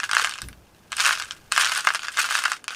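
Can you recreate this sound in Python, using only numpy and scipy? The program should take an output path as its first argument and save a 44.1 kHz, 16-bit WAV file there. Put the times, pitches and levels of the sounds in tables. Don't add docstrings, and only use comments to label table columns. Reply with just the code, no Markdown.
import sys
import numpy as np
from scipy import signal
from scipy.fft import rfft, irfft
from scipy.io import wavfile
from scipy.ndimage import uniform_filter1d

SR = 44100
rng = np.random.default_rng(int(sys.argv[2]) if len(sys.argv) > 2 else 0)


def wav_out(sig):
    wavfile.write(sys.argv[1], SR, np.round(np.clip(np.atleast_2d(sig).T, -1, 1) * 32767).astype(np.int16))


def level_to_linear(level):
    exponent = np.asarray(level, float) / 20
    return 10 ** exponent


N = 121275

# start_s, knock_db (on the box), tick_db (of the beads, over the knock)
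FIRST_STIR = [(0.0011, -13.5, 6.5), (0.0333, -10, -1.5), (0.0393, -13.5, 5), (0.0941, -12.5, -2.5),
              (0.113, -10.5, 7), (0.1324, -4.5, 0.5), (0.1459, -9.5, -3), (0.1501, -13.5, 11),
              (0.1678, 1.5, -8), (0.1757, -33, 0), (0.182, -11.5, 7.5), (0.1963, -4.5, -2),
              (0.2167, -12, 7.5), (0.2242, -31, 17), (0.2398, -34, 25), (0.2456, -4.5, 3.5),
              (0.2721, -10.5, 2), (0.2943, -20, 9), (0.3108, -36, 24.5), (0.3224, -20, 6),
              (0.3378, -34.5, 23.5), (0.3562, -26.5, 12.5), (0.3863, -22, 7), (0.4179, -21.5, 10.5),
              (0.4866, -28.5, 6.5), (0.5293, -38, 9), (0.7471, -48.5, 14)]
SECOND_STIR = [(0.9198, -16.5, 7), (0.9282, -12.5, 4), (0.969, -18.5, 10), (0.9808, -20, 8),
               (0.9925, -28, 20), (0.9988, -8.5, 4.5), (1.0037, -13, 13.5), (1.013, -18, 12),
               (1.027, -18, -6), (1.049, -8, 7), (1.0562, -5, 6.5), (1.0638, -14.5, 13.5),
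               (1.071, -6.5, -11), (1.0861, -27, 1), (1.0924, -4.5, -18), (1.1088, -3, -14),
               (1.1202, -40, 3), (1.1279, -14.5, 10.5), (1.1337, -14, 6), (1.1521, -19.5, 10.5),
               (1.1744, -18, 5), (1.1989, -15, 7), (1.2162, -17, 0), (1.2226, -20, 10), (1.2365, -22.5, 7),
               (1.256, -29.5, 10), (1.3091, -19, 10), (1.3206, -33.5, 18)]
THIRD_STIR = [(1.521, -4.5, 4.5), (1.563, -8, 6), (1.5778, 1.5, -1.5), (1.597, -5, -9), (1.6117, -10, 9),
              (1.6225, -10, -3), (1.6327, -8.5, 3), (1.6367, -12, 6), (1.656, -12, 6), (1.6638, -8.5, 3),
              (1.6961, -13, 5), (1.7195, -11, 8.5), (1.7227, -12, -11), (1.7732, -17.5, 10),
              (1.807, -18, 9), (1.8496, -12, -2), (1.87, -24, 20), (1.872, 4, -7.5), (1.8881, -6.5, 2),
              (1.9042, -4, -17), (1.9478, -8, 1), (1.9537, -14, 6), (1.958, -13.5, 5.5),
              (1.9933, -21.5, 10.5), (2.0198, -26.5, 9), (2.0327, -20, 10), (2.0493, -16.5, 1.5),
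              (2.07, -22.5, 6), (2.0833, -12.5, 5)]
FOURTH_STIR = [(2.1717, -11, 7), (2.1822, -7.5, -11), (2.189, -5, -10), (2.1934, -15, 5), (2.23, -14, 4),
               (2.243, -10, 2), (2.248, -13.5, -3), (2.267, -50, 16), (2.2889, -13, 2), (2.3089, -9.5, 1),
               (2.3169, -13.5, 3), (2.3245, -11, 2), (2.3526, -5.5, 4), (2.3617, -22, 7),
               (2.3795, -14.5, 5), (2.3906, -16, 6.5), (2.4209, -23, 9), (2.4387, -10, 3.5),
               (2.456, -1.5, -1.5), (2.4808, -11.5, -18), (2.4984, -21.5, 7.5), (2.518, -7, 3),
               (2.5325, -19.5, 11.5), (2.5671, -28.5, 8.5), (2.642, -30.5, 13), (2.6804, -15.5, 10),
               (2.695, -44, 27), (2.706, -20, 7.5), (2.7467, -26, 12)]
# start_s, knock_db, tick_db (over the knock)
FURTHER_HITS = [(.0281, -28, -1), (.0911, -22.5, 7), (.371, -39, 11), (.3797, -36, 17), (.436, -36, 4),
                (.441, -35, 7), (.9845, -15, 4), (1.043, -17, 1), (1.066, -10.5, 4), (1.162, -24, 8),
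                (1.5168, -23.5, 14), (1.571, -18, 12), (1.646, -11.5, 11), (1.672, -12.5, 9), (1.706, -27, 8),
                (1.75, -20, 10), (1.759, -12.5, 4), (1.7768, -13, 6), (1.794, -22, 10), (1.845, -20, 3),
                (1.938, -19, -3), (2.045, -20, 7), (2.058, -24, 2.5), (2.372, -13, 1), (2.453, -12, 8)]
# start_s, level_db, pitch_hz
PEARL_PINGS = [(0.0935, -28, 8160), (0.1128, -22, 9100), (0.1326, -20, 8450), (0.1495, -16, 8800),
               (0.2164, -26, 8380), (0.2239, -23, 8450), (0.245, -18, 7900), (0.294, -21, 8500),
               (0.3785, -35, 7950), (0.418, -18.5, 8300), (0.4855, -26, 10000), (0.919, -22, 7950),
               (0.9671, -16.5, 8700), (1.0624, -11, 8400), (1.1982, -27, 7950), (1.2216, -25, 7720),
               (1.2474, -29, 7990), (1.3199, -34, 7820), (1.3493, -42, 7820), (1.5214, -10, 8060),
               (1.5524, -23, 8690), (1.5627, -18, 7430), (1.5777, -12, 8170), (1.5956, -16, 8700),
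               (1.6565, -17.5, 8600), (1.719, -19, 8550), (1.7494, -17, 7950), (1.7764, -12.5, 9000),
               (1.8066, -21.5, 8030), (1.849, -21.5, 8800), (1.8711, -20, 8760), (1.9372, -24, 8150),
               (1.948, -18, 9100), (2.1186, -30, 8070), (2.1271, -31, 8380), (2.1927, -11.5, 8300),
               (2.2288, -18.5, 9380), (2.309, -20.5, 8040), (2.369, -21, 8600), (2.4378, -18, 9360),
               (2.4978, -29, 9440), (2.518, -18, 8300), (2.6415, -28, 9480), (2.6806, -23, 9060)]
# start_s, level_db, pitch_hz
LARGE_PEARL_PINGS = [
    (.7465, -49.5, 2750),
    (1.3085, -21.5, 3220),
    (2.695, -36, 5000),
]
# time_s, level_db
FINGER_PUSH = [
    [(0, -51), (.04, -34), (.085, -48.5), (.13, -34), (.21, -26), (.28, -39.5), (.41, -53), (.445, -51),
     (.48, -65.5)],
    [(.89, -63), (.935, -45), (.96, -41.5), (1.0, -27), (1.07, -22), (1.14, -29), (1.22, -42), (1.3, -44),
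     (1.41, -59.5)],
    [(1.505, -60), (1.53, -36), (1.6, -23), (1.69, -29), (1.78, -29.5), (1.84, -42), (1.89, -33.5),
     (1.99, -41), (2.11, -45.5)],
    [(2.165, -37), (2.2, -21), (2.28, -37.5), (2.33, -25), (2.43, -35), (2.53, -36.5), (2.62, -62.5),
     (2.68, -67), (2.72, -36.5)],
]
# pitch_hz, level_db, fade_s (time to fall 60 dB)
BOX_NOTES = [(685, -3.5, 0.0025), (1260, -14, 0.026), (1451, -2.5, 0.016), (1604, -2.5, 0.0093),
             (1514, -17.5, 0.02), (2075, -15, 0.021), (2495, -15.5, 0.014), (2760, -22.5, 0.06),
             (2950, -68, 0.022)]
# pitch_hz, level_db, fade_s (time to fall 60 dB)
BEAD_NOTES = [(2500, -9, 0.0049), (3080, -5.5, 0.0036), (3670, -20, 0.022), (4574, -7.5, 0.0036),
              (5600, -6, 0.0024), (6760, -8, 0.0025), (8500, -8.5, 0.0021), (9470, -10.5, 0.0026),
              (9720, -53, 0.0037), (11900, -18, 0.0012), (14670, -24, 0.001)]
# start_s, level_db
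FINGER_THUDS = [
    (.222, -32),
    (2.706, -42),
]
# pitch_hz, level_db, fade_s (time to fall 60 dB)
WALL_NOTE = [(490, 0, .035)]
# pitch_hz, level_db (per Hz)
BUMP_COLOUR = [(28, -16), (70, 0), (200, -11), (800, -38)]
# pitch_hz, level_db (per Hz)
HISS_COLOUR = [(120, -25), (200, -4.5), (696, -7), (777, -7.5), (9930, -38), (16000, -42)]
# pitch_hz, level_db (per Hz)
RUMBLE_COLOUR = [(25, -4), (50, -5.5), (100, -1), (250, -10.5), (700, -29.5)]
# time_s, level_db
RUMBLE_LOUDNESS = [(0, -58.5), (.6, -59.5), (1.5, -55.5), (1.8, -62), (2.75, -65)]

BOX_VARIES_DB, BEAD_VARIES_DB = 1, 2.5
DETUNE = 0.012


def strike(at, size, modes, varies_db, smear_s=0):
    luck = rng.standard_normal((N, len(modes)))
    late = rng.random((N, len(modes)))
    tuning = rng.integers(-1, 2, (N, len(modes)))
    detune = DETUNE * (3 if smear_s else 1)
    out = 0
    for k, (hz, db, t60) in enumerate(modes):
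        clicks = np.full((3, N + SR), 1e-18)
        sign = np.where(late[at, k - 1] < 0.5, -1, 1) if smear_s else -1
        when = at + (smear_s * SR * late[at, k] ** 2).astype(int)
        share = level_to_linear(db + varies_db * np.clip(luck[at, k], -2, 1))
        np.add.at(clicks, (tuning[at, k], when), sign * size * share)
        r = level_to_linear(-60 / (t60 * SR))
        for step in (-1, 0, 1):
            w = 2 * np.pi * hz * (1 + detune * step) / SR
            ring = signal.lfilter([0, np.sin(w)], [1, -2 * r * np.cos(w), r * r], clicks[step, :N])
            out = out + ring
    return out


def hits():
    every_hit = FIRST_STIR + SECOND_STIR + THIRD_STIR + FOURTH_STIR + FURTHER_HITS
    start_s, knock_db, tick_db = np.transpose(every_hit)
    at = (start_s * SR).astype(int)
    knocks = strike(at, level_to_linear(knock_db - 6.5), BOX_NOTES, BOX_VARIES_DB)
    ticks = strike(at, level_to_linear(knock_db + tick_db - 5), BEAD_NOTES, BEAD_VARIES_DB, smear_s=0.0012)
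    dull = signal.butter(2, 7000, fs=SR)
    return knocks + signal.lfilter(*dull, ticks)


def rms_one(x):
    return x / np.sqrt(np.mean(x ** 2) + 1e-20)


def drift(rate_hz):
    r = np.exp(-2 * np.pi * rate_hz / SR)
    wander = signal.lfilter([1], [1, -2 * r, r * r], rng.standard_normal(N + SR))
    return rms_one(wander[SR:])


def patter():
    knocks_per_s, ticks_per_knock = 450, 2.5
    spread_db, clump_db, clump_hz = 3.6, 2.5, 53
    level_db, tick_db = -3, 0.5
    time_s, push_db = np.transpose([row for stir in FINGER_PUSH for row in stir])
    knock_chance, tick_chance = rng.random((2, N))
    on_box = np.flatnonzero(knock_chance < knocks_per_s / SR)
    on_bead = np.flatnonzero(tick_chance < ticks_per_knock * knocks_per_s / SR)

    sizes = level_to_linear(spread_db * np.minimum(rng.exponential(1, (2, N)), 3))
    sizes = sizes * rng.choice([-1, 1], (2, N)) * level_to_linear(clump_db * drift(clump_hz))
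    knocks = rms_one(strike(on_box, sizes[0, on_box], BOX_NOTES, BOX_VARIES_DB))
    ticks = rms_one(strike(on_bead, sizes[1, on_bead], BEAD_NOTES, BEAD_VARIES_DB, smear_s=0.0018))
    push = level_to_linear(np.interp(np.arange(N) / SR, time_s, push_db) + level_db)
    return push * (knocks + level_to_linear(tick_db) * ticks)


def pings():
    late_s, level_db = 0.0005, 8.5
    fade_cycles, rise_cycles = 23.7, 1.18
    overtone_ratio, overtone_db = 1.4, -14
    start_s, db, hz = np.transpose(PEARL_PINGS + LARGE_PEARL_PINGS)[:, :, None]
    step = np.arange(SR // 50)
    cycles = hz * step / SR
    fade = level_to_linear(db + level_db - 60 * cycles / fade_cycles)
    swell = 1 - np.exp(-cycles / rise_cycles)
    main_tone = np.sin(2 * np.pi * cycles)
    overtone = level_to_linear(overtone_db) * np.sin(2 * np.pi * overtone_ratio * cycles)
    out = np.zeros(N + SR)
    first = ((start_s + late_s) * SR).astype(int)
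    np.add.at(out, first + step, fade * swell * (main_tone + overtone))
    return out[:N]


def echo(x, db, t60, cut_hz):
    t = np.arange(SR // 3) / SR
    place = np.repeat(rng.integers(0, 4, N // 512 + 1), 512)[:N]
    dull = signal.butter(1, cut_hz, fs=SR)
    fade = level_to_linear(-60 * t / t60) * np.clip(t / 0.00068, 0, 1)
    out = 0
    for k, noise in enumerate(rng.standard_normal((4, len(t)))):
        tail = signal.lfilter(*dull, noise * fade)
        tail = tail / np.sqrt(np.sum(tail ** 2))
        share = np.sqrt(np.abs(uniform_filter1d(1.0 * (place == k), size=128)))
        out = out + signal.fftconvolve(x * share, tail)[:N]
    return level_to_linear(db) * out


def finger_thuds():
    start_s, db = np.transpose(FINGER_THUDS)
    knocks = strike((start_s * SR).astype(int), level_to_linear(db), WALL_NOTE, 0)
    return uniform_filter1d(knocks, size=30)


def coloured(spectrum):
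    hz, db = np.transpose(spectrum)
    axis = np.maximum(np.fft.rfftfreq(N, 1 / SR), 1)
    shape = level_to_linear(np.interp(np.log(axis), np.log(hz), db))
    return rms_one(irfft(rfft(rng.standard_normal(N)) * shape, N))


def bump():
    start_s, level_db, rise_s, t60 = 0.408, -34, 0.04, 0.5
    table_late_s, table_db, table_hz = 0.0226, 2.5, 58.2
    t = np.maximum(np.arange(N) / SR - start_s, 0)
    loudness = level_to_linear(level_db - 60 * t / t60) * np.clip(t / rise_s, 0, 1)
    swing = np.sin(2 * np.pi * table_hz * np.maximum(t - table_late_s, 0))
    return loudness * (coloured(BUMP_COLOUR) + level_to_linear(table_db) * swing)


def hush():
    time_s, db = np.transpose(RUMBLE_LOUDNESS)
    hiss = level_to_linear(-58.5) * coloured(HISS_COLOUR)
    rumble = level_to_linear(np.interp(np.arange(N) / SR, time_s, db)) * coloured(RUMBLE_COLOUR)
    return hiss + rumble


def scene():
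    high = pings()
    low_cut = signal.butter(3, 1012, "high", fs=SR, output="sos")
    beads = signal.sosfilt(low_cut, hits() + patter())
    spread = beads + level_to_linear(-7) * high
    near = echo(spread, db=-6, t60=0.077, cut_hz=11900)
    far = echo(spread, db=-38, t60=0.35, cut_hz=5400)
    mix = beads + high + near + far + finger_thuds() + bump() + hush()
    return mix[None]


def roll_off(x):
    return signal.sosfilt(signal.butter(12, 16400, fs=SR, output="sos"), x)


def record(dry):
    top_cut = signal.cheby2(12, 60, 16350, fs=SR, output="sos")
    mix = np.clip(signal.sosfilt(top_cut, dry), -1, 1)
    return roll_off(mix)


dry = scene()
out = record(dry)
wav_out(out)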